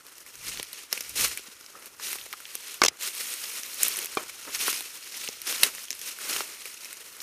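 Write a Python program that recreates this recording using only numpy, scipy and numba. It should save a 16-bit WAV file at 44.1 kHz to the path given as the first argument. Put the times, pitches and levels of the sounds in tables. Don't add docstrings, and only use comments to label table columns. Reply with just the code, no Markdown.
import sys
import numpy as np
from scipy import signal
from scipy.fft import rfft, irfft
from scipy.io import wavfile
from scipy.ndimage import uniform_filter1d
from numba import njit

SR = 44100
rng = np.random.default_rng(int(sys.argv[2]) if len(sys.argv) > 2 else 0)


def transcribe(signal):
    frames = np.atleast_2d(signal).T
    limited = np.clip(frames, -1, 1)
    pcm = np.round(limited * 32767).astype(np.int16)
    wavfile.write(sys.argv[1], SR, pcm)


def volts(x):
    e = np.asarray(x, float) / 20
    return 10 ** e


N = 318679
HIT_SAMPLES = 2048


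def band(x, lo_hz, hi_hz, order=2):
    edges_hz = [lo_hz, min(hi_hz, 0.45 * SR)]
    return signal.sosfilt(signal.butter(order, edges_hz, "bandpass", fs=SR, output="sos"), x)


def edge(x, hz, kind, order=4):
    return signal.sosfilt(signal.butter(order, hz, kind, fs=SR, output="sos"), x)


def ring(x, hz, width_hz):
    return signal.lfilter(*signal.iirpeak(hz, hz / width_hz, fs=SR), x)


def unit_rms(x):
    return x / np.sqrt(np.mean(x ** 2))


def set_peak(x, db):
    return x * volts(db) / np.max(np.abs(x))


def add(out, start_s, x):
    i = int(start_s * SR)
    out[i:i + len(x)] += x[:len(out) - i]


def walk(rate_hz):
    hold = int(SR / rate_hz)
    levels = np.repeat(rng.standard_normal(N // hold + 1), hold)
    return 1.28 * uniform_filter1d(levels, hold)[:N]


def curve(table):
    s, *columns = np.transpose(table)
    return [np.interp(np.arange(N) / SR, s, column) for column in columns]


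def presses(rows, floor_db):
    ms = np.arange(N) / SR * 1000
    power = volts(floor_db) ** 2
    for s, db, rise_ms, hold_ms, fall_ms in rows:
        since = ms - 1000 * s
        rising = -since / max(rise_ms, 2)
        falling = (since - hold_ms) / max(fall_ms, 2)
        away = np.clip(np.maximum(rising, falling), 0, 12)
        power = power + volts(db - 10 * away) ** 2
    return np.sqrt(power)


def without_hold(rows):
    return [(s, db, rise_ms, 0, fall_ms) for s, db, rise_ms, fall_ms in rows]


@njit
def grains(start, hz, cycles, size):
    out = np.zeros(N + 4096)
    for g in range(len(start)):
        turn = np.exp((2j * np.pi - 1 / cycles[g]) * hz[g] / SR)
        z = size[g] + 0j
        for i in range(start[g], start[g] + min(int(6 * cycles[g] * SR / hz[g]), 4096)):
            z *= turn
            out[i] += z.imag
    return out[:N]


def crackle(count, spread_db, cycles):
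    when, pitch, big, sign = rng.random((count, 4)).T
    hz = 200 * 78 ** pitch
    loud_db = np.minimum(-spread_db * np.log(big + 1e-9), 15)
    size = np.sqrt(hz) * volts(loud_db) * np.sign(sign - 0.5)
    return grains((when * N).astype(np.int64), hz, cycles * (0.5 + sign), size)


def colour(x, points):
    spectrum, f = rfft(x), np.arange(N // 2 + 1) * SR / N + 1
    own = np.sqrt(uniform_filter1d(np.abs(spectrum) ** 2, size=3000))
    hz, db = np.transpose(points)
    return irfft(spectrum / own * volts(np.interp(np.log(f), np.log(hz), db)), N)


# frequency in Hz, level in dB per Hz.
LEAF_TONE = [(71, -53), (120, -22), (412, -5.5), (725, -10.5), (1410, -4.5), (1590, -8), (1870, -6.5),
             (2640, -1.5), (4650, -3), (6690, -7), (7700, -9.5), (8520, -6.5), (15000, -7)]
# full weight in seconds, crunch in dB, rise by 10 dB in ms,
# hold in ms, fall by 10 dB in ms.
STEPS = [(0.471, -37, 29, 59, 33), (0.591, -48, 60, 16, 200), (0.934, -31, 16, -29, 88),
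         (1.157, -31.5, -10, 45, 64), (1.19, -27.5, 13, 67, 31), (1.293, -42, 30, -4, 122),
         (2.035, -36, 26, 83, 55), (2.714, -41, 97, 6, 75), (3.033, -33.5, 29.5, 54, 18),
         (3.135, -48, 4, 36, 60), (3.193, -34, 67, 0, 190), (3.32, -34.5, 13, 0, 65),
         (3.496, -38.5, 196, 4, 400), (3.831, -30.5, 47, 25, 82), (3.911, -38.5, 60, 57, 200),
         (4.558, -32.5, 58, 1, 20), (4.629, -29, 54, 61, 90), (5.292, -41, 344, 3, 22),
         (5.476, -29.5, 22.5, 12, 150), (5.636, -26, 11, 1, 31), (3.44, -45, 33, -2, 20),
         (6.09, -36, 125, -2, 58), (6.335, -30, 99, 24, 83), (7.226, -37, 19, 0, 50)]
# peak in seconds, crunch in dB, rise by 10 dB in ms, fall by 10 dB in ms.
SCUFFS = [(0.208, -52, 300, 33), (0.275, -53, 17, 300), (0.83, -44, 400, 38), (1.094, -42, 40, 31),
          (1.86, -52.5, 126, 84), (2.2, -55.5, 60, 204), (2.57, -44.5, 261, 300), (4.182, -48, 150, 200),
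          (4.454, -44.5, 300, 60), (4.8, -42, 43, 369), (5.795, -41.5, 132, 109), (5.915, -56, 27, 58),
          (6.665, -43.5, 64, 250), (6.936, -45.5, 250, 200), (7.056, -48, 63, 250)]
# time in seconds, rustle in dB, crisp share of thin leaves in dB.
RUSTLE = [(0, -67, -3), (0.25, -62, -0.5), (0.5, -42, -5.5), (0.95, -58, -5), (1.25, -39, -1.5),
          (1.45, -49, -5), (1.77, -53, -2.5), (1.96, -56.5, -1.5), (2.17, -46.5, -1), (2.9, -70, -4.5),
          (3.1, -75, 0), (3.85, -41.5, -1.5), (4.3, -47.5, -4.5), (4.7, -72, -2), (5.2, -40.5, -4),
          (5.85, -62, -2), (6.5, -44, -2.5), (7.23, -66, -2.5)]
# time in seconds, thump in dB, rise by 10 dB in ms,
# fall by 10 dB in ms.
SINKS = [(0.59, -55, 100, 58), (1.16, -50, 8, 30), (1.253, -37.5, 31, 14), (1.76, -51.5, 50, 147),
         (2.0, -53, 12, 150), (2.89, -51.5, 5, 120), (3.04, -65, 58, 97), (4.0, -47, 205, 110),
         (4.18, -39, 6, 64), (4.477, -38, 7, 31), (4.635, -39, 12, 15), (4.95, -63, 200, 300),
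         (5.49, -43, 28, 107), (5.635, -39.5, 23, 57), (6.338, -40.5, 96, 127), (7.0, -58, 300, 300),
         (7.226, -48, 30, 47)]


def leaves():
    split_hz = 7500
    rustle_db, crisp_db = curve(RUSTLE)
    crunch = presses(STEPS + without_hold(SCUFFS), rustle_db)
    lone = unit_rms(colour(crackle(count=30000, spread_db=3.0, cycles=2.9), LEAF_TONE[:-1]))
    blur = unit_rms(colour(rng.standard_normal(N), LEAF_TONE[:-1]))
    slips = volts(1.38 * walk(60) + 1.0 * walk(150))
    bed = edge((lone + volts(3.0) * blur) * slips, 16500, "low", order=8)

    thump = unit_rms(band(bed, 82, 1596, order=3)) * volts(0.17 * walk(25))
    body = unit_rms(band(bed, 1730, split_hz, order=4))
    crisp = unit_rms(edge(bed, split_hz, "high")) * volts(crisp_db + 1.27)
    weight = np.hypot(volts(-14.5) * crunch, presses(without_hold(SINKS), floor_db=-60))
    return crunch * (body + crisp) + weight * thump


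# frequency in Hz, width in Hz, level in dB.
WOOD = [
    (425, 244, 5),
    (1160, 1300, 2),
    (241, 210, 5),
    (750, 1600, -31),
]


def crack(hz, wood_db, crisp_db, swell_ms, decay_ms, after_db):
    ms = np.arange(HIT_SAMPLES) / SR * 1000
    decay_ms = np.clip(decay_ms, 0.2, 4)
    swell = np.exp(np.minimum(ms / swell_ms - 4, 0))
    late = np.maximum(ms - 4 * swell_ms, 0)
    fall = np.exp(-late / decay_ms) + volts(after_db) * np.exp(-late / 3.9)
    burst = swell * fall * rng.standard_normal(HIT_SAMPLES)

    broad_ring = ring(ring(burst, hz, 0.21 * hz), hz, 1.7 * hz)
    voice = set_peak(broad_ring, 0) + set_peak(band(burst, 1840, 5800), -1.3)
    modes = sum(volts(db) * ring(burst, f, width) for f, width, db in WOOD)
    wood = edge(modes, 306, "high", order=3)
    crisp = band(burst, 7000, 13800)
    return set_peak(voice, 0) + set_peak(crisp, crisp_db) + set_peak(wood, wood_db)


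# time in seconds, peak in dB, ring in Hz, wood share in dB,
# crisp share in dB.
STALKS = [(0.5978, -19, 3550, -5.5, -13), (0.9276, -9.5, 5640, -12, -0.5), (1.3743, -23.5, 2260, -11, 7),
          (1.6625, -29, 5300, -14, -10), (1.998, -33.5, 1370, -0.5, -17), (2.5532, -21, 6000, -7, 6.5),
          (3.8322, -12, 7240, -37, 14), (3.9888, -21, 2940, -7.5, 4), (4.5484, -16, 5700, -38, -8),
          (4.6804, -15, 1220, -9, 3), (4.7288, -18, 5700, -3.5, -13), (5.5258, -18.5, 3790, -3, -3),
          (5.6333, 5, 3560, -17.5, -3.5), (5.9055, -12.5, 5650, -21, -1), (5.9133, -19, 6200, -17, -16),
          (6.4063, -30, 2350, 11, 2), (6.8464, -27, 5560, -8, -5)]
# time in seconds, peak in dB, ring in Hz, wood share in dB,
# crisp share in dB.
RIPS = [(0.7304, -26, 4220, -16, 3), (0.9312, -24.5, 5680, -2, -8), (1.0073, -19, 5700, -14, -3),
        (1.1535, -37, 4200, -22, 0), (2.156, -37, 5430, 4.5, 2), (2.2624, -45, 5770, 9.5, 2),
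        (2.335, -28.5, 1260, -14, -6), (2.7423, -33, 3060, -28, 8), (3.9593, -19, 5850, -39, -7),
        (4.0455, -26, 5070, -8, 6.5), (4.296, -28, 2190, -22, 2.5), (4.4511, -36, 1220, -4, -18),
        (5.921, -32, 6200, -27, -13), (6.363, -18, 2960, -7, -7), (7.203, -25.5, 5000, -28, -6)]
# time in seconds, peak in dB, ring in Hz,
# wood share in dB, crisp share in dB.
CLICKS = [(0.629, -19.5, 3620, -23, 1), (0.9763, -21, 2660, -10, -5), (2.13, -21.5, 2050, -15, 6),
          (2.3283, -20.5, 2300, -17, 2), (2.9715, -36, 6500, -35, -7), (3.6338, -18.5, 6100, -36, -7),
          (4.8074, -24.5, 3520, -1, 5.5), (5.288, -12, 5400, -25, -9), (4.173, -23, 4600, -20, -14),
          (4.1437, -34, 3960, -30, -20), (4.2301, -40, 5600, -15, 12), (5.614, -23, 6300, -22, 5),
          (5.6635, -16, 6500, -14, -10)]
# time in seconds, peak in dB, ring in Hz, crisp share in dB.
TICKS = [(0.0664, -32, 4500, 2), (0.182, -33, 5000, 4.5), (0.2642, -37, 2160, 7), (0.3546, -30, 6600, -3),
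         (0.484, -21, 7000, 2), (0.5736, -22, 3430, -9), (1.094, -32, 6900, 7), (1.8585, -29.5, 5130, 3),
         (2.186, -28, 2900, -13), (2.2135, -26.5, 3500, -17), (2.454, -27, 2450, -14),
         (3.744, -26, 6600, 9.5), (3.8512, -17, 6760, -34), (3.8825, -22.5, 6550, 14.5),
         (3.9225, -20, 5210, -2), (3.9697, -24, 6720, 7), (4.058, -19, 6680, 3), (4.1511, -34.5, 1720, 12),
         (4.712, -32, 3570, 6), (5.143, -26.5, 2150, -12), (5.2767, -19, 2950, -11), (5.4173, -24, 5380, 2),
         (5.5485, -25, 2650, -2), (5.8537, -26, 6200, -4), (5.8838, -30, 3200, -18),
         (5.929, -17.5, 5600, -29), (5.9515, -35, 5120, 6), (5.9924, -29, 6030, 5),
         (6.0153, -20.5, 6100, -1), (6.929, -30, 2350, 9.5)]
# time in seconds, peak in dB, ring in Hz, crisp share in dB.
TAPS = [(1.315, -27.5, 2730, -5), (1.3938, -30, 2700, -4), (1.61, -36, 5240, 2), (2.403, -39, 1320, 7),
        (4.0278, -29, 6070, 6), (5.7499, -33.5, 1880, 11), (5.7824, -32, 1880, -3), (6.1877, -34, 1410, 7),
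        (6.6558, -28, 2470, 1), (6.8562, -31.5, 2460, 2), (7.167, -41, 1890, 9)]


def snaps():
    stalk_ms, rip_ms, click_ms, tick_ms, tap_ms = 1.53, 3.6, 0.55, 0.7, 1
    tick_wood_db, tap_wood_db = -20, -3
    rows = [(*row, stalk_ms) for row in STALKS]
    rows += [(*row, rip_ms) for row in RIPS]
    rows += [(*row, click_ms) for row in CLICKS]
    rows += [(s, db, hz, tick_wood_db, crisp_db, tick_ms) for s, db, hz, crisp_db in TICKS]
    rows += [(s, db, hz, tap_wood_db, crisp_db, tap_ms) for s, db, hz, crisp_db in TAPS]
    out = np.zeros(N)
    for s, db, hz, wood_db, crisp_db, decay_ms in rows:
        snap = crack(hz, wood_db + 0.38, crisp_db + 0.11, swell_ms=0.0787,
                     decay_ms=0.58 * decay_ms, after_db=-12.5)
        add(out, s - 0.0004, volts(db + 2.0) * snap)
    return out


# time in seconds, level in dB, rise by 10 dB in ms, hold in ms,
# fall by 10 dB in ms.
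THUDS = [(0.45, -55, 70, 139, 46), (1.23, -47, 82, 3, 63), (2.22, -71.5, 400, 0, 100),
         (2.82, -52, 10, 30, 47), (3.84, -67, 120, 2, 150), (4.2, -68, 120, 0, 55),
         (4.74, -63.5, 350, 0, 75), (5.28, -77, 50, 0, 252), (5.64, -68, 220, 0, 140),
         (6.03, -76, 250, 0, 120), (6.36, -62, 76, 0, 55)]


def thuds():
    shake = band(rng.standard_normal(N), 28, 164)
    bounce = 0.27 * ring(shake, 59, 24)
    rumble = unit_rms((shake + bounce) * volts(0.96 * walk(16)))
    return presses(THUDS, floor_db=-76.5) * rumble


# (Hz, dB, seconds to fall 60 dB).
KNOCKS = [
    (1.483, -47, [(234, -7, 0.038)]),
    (1.752, -38, [(1290, 0, 0.026)]),
    (2.8179, -2.5, [(1195, 4, 0.026), (2160, -3, 0.015), (1530, 4.5, 0.011), (706, -28, 0.011), (360, -8.5, 0.038)]),
    (4.1714, -10.5, [(425, -0.5, 0.034), (620, -13, 0.12), (790, -1, 0.019), (1180, 5.5, 0.017), (1350, -13, .025), (2390, -1, 0.023), (3140, -6, 0.02)]),
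    (5.289, -27.5, [(460, 3, 0.018), (263, -8, 0.022), (840, -8, 0.012)]),
]


def knocks():
    out, t = np.zeros(N), np.arange(HIT_SAMPLES) / SR
    for s, db, modes in KNOCKS:
        push = np.exp(-(t / 0.000222 - 2) ** 2)
        chatter = 0.29 * np.exp(-t / 0.0056) * rng.standard_normal(HIT_SAMPLES)
        blow = push + chatter
        rings = sum(set_peak(ring(blow, hz, np.log(1000) / np.pi / t60), mode_db) for hz, mode_db, t60 in modes)
        add(out, s, set_peak(rings, db))
    return out


# time in seconds, peak in dB, ring in Hz, wood share in dB, swell in ms.
TWIG = [
    (2.8175, -2, 4180, -19, 0.28),
    (2.8374, -5.5, 5330, 0, 1.8),
    (2.8505, -7.5, 5200, -2.5, 1.9),
    (2.861, -7.5, 5800, -7, 0.74),
    (2.864, -7.5, 3500, -16, 0.69),
    (2.884, -4, 5280, -15, 1.3),
]


def twig():
    out = np.zeros(N)
    for s, db, hz, wood_db, swell_ms in TWIG:
        decay_ms = 1.2 + 0.88 * swell_ms
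        tear = crack(hz, wood_db, -18, swell_ms, decay_ms, after_db=-30)
        add(out, s - 4 * swell_ms / 1000, volts(db) * tear)
    return out


def trunk_echoes(hits):
    t = np.arange(6000) / SR
    tail = band(rng.standard_normal(6000), 410, 2700) * volts(-60 * t / 0.074) * (t > 0.003)
    return volts(-37.5) * signal.fftconvolve(hits, tail)[:N]


def scene():
    hits = snaps() + knocks() + twig()
    return (leaves() + thuds() + hits + trunk_echoes(hits))[None]


# frequency in Hz, width in Hz, depth from 0 to 1.
PORT_DIPS = [
    (3500, 1540, 0.4),
    (4710, 170, 1),
    (7500, 170, 0.73),
    (770, 460, 0.25),
]
# time in seconds, share of the dips from 0 to 1.
SHADE = [
    (0, 1.0),
    (1.9, .95),
    (2.4, 0.5),
    (4.0, 0.76),
    (5.5, 0.7),
    (7.23, 1),
]


def case_ports(x):
    shade = np.clip(curve(SHADE)[0], 0, 1)
    for hz, width_hz, depth in PORT_DIPS:
        x = x - shade * np.clip(depth, 0, 0.95) * ring(x, hz, width_hz)
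    return x


def low_pass(x):
    return signal.sosfilt(signal.butter(12, 16480, fs=SR, output="sos"), x)


def record(dry):
    x = case_ports(edge(dry, 13600, "low", order=3))
    ceiling = 0.64
    x = x / (1 + np.abs(x / ceiling) ** 8) ** 0.125
    steep_top = signal.ellip(10, 0.5, 40, 15280, fs=SR, output="sos")
    x = signal.sosfilt(steep_top, x)
    return low_pass(x)


dry = scene()
out = record(dry)
transcribe(out)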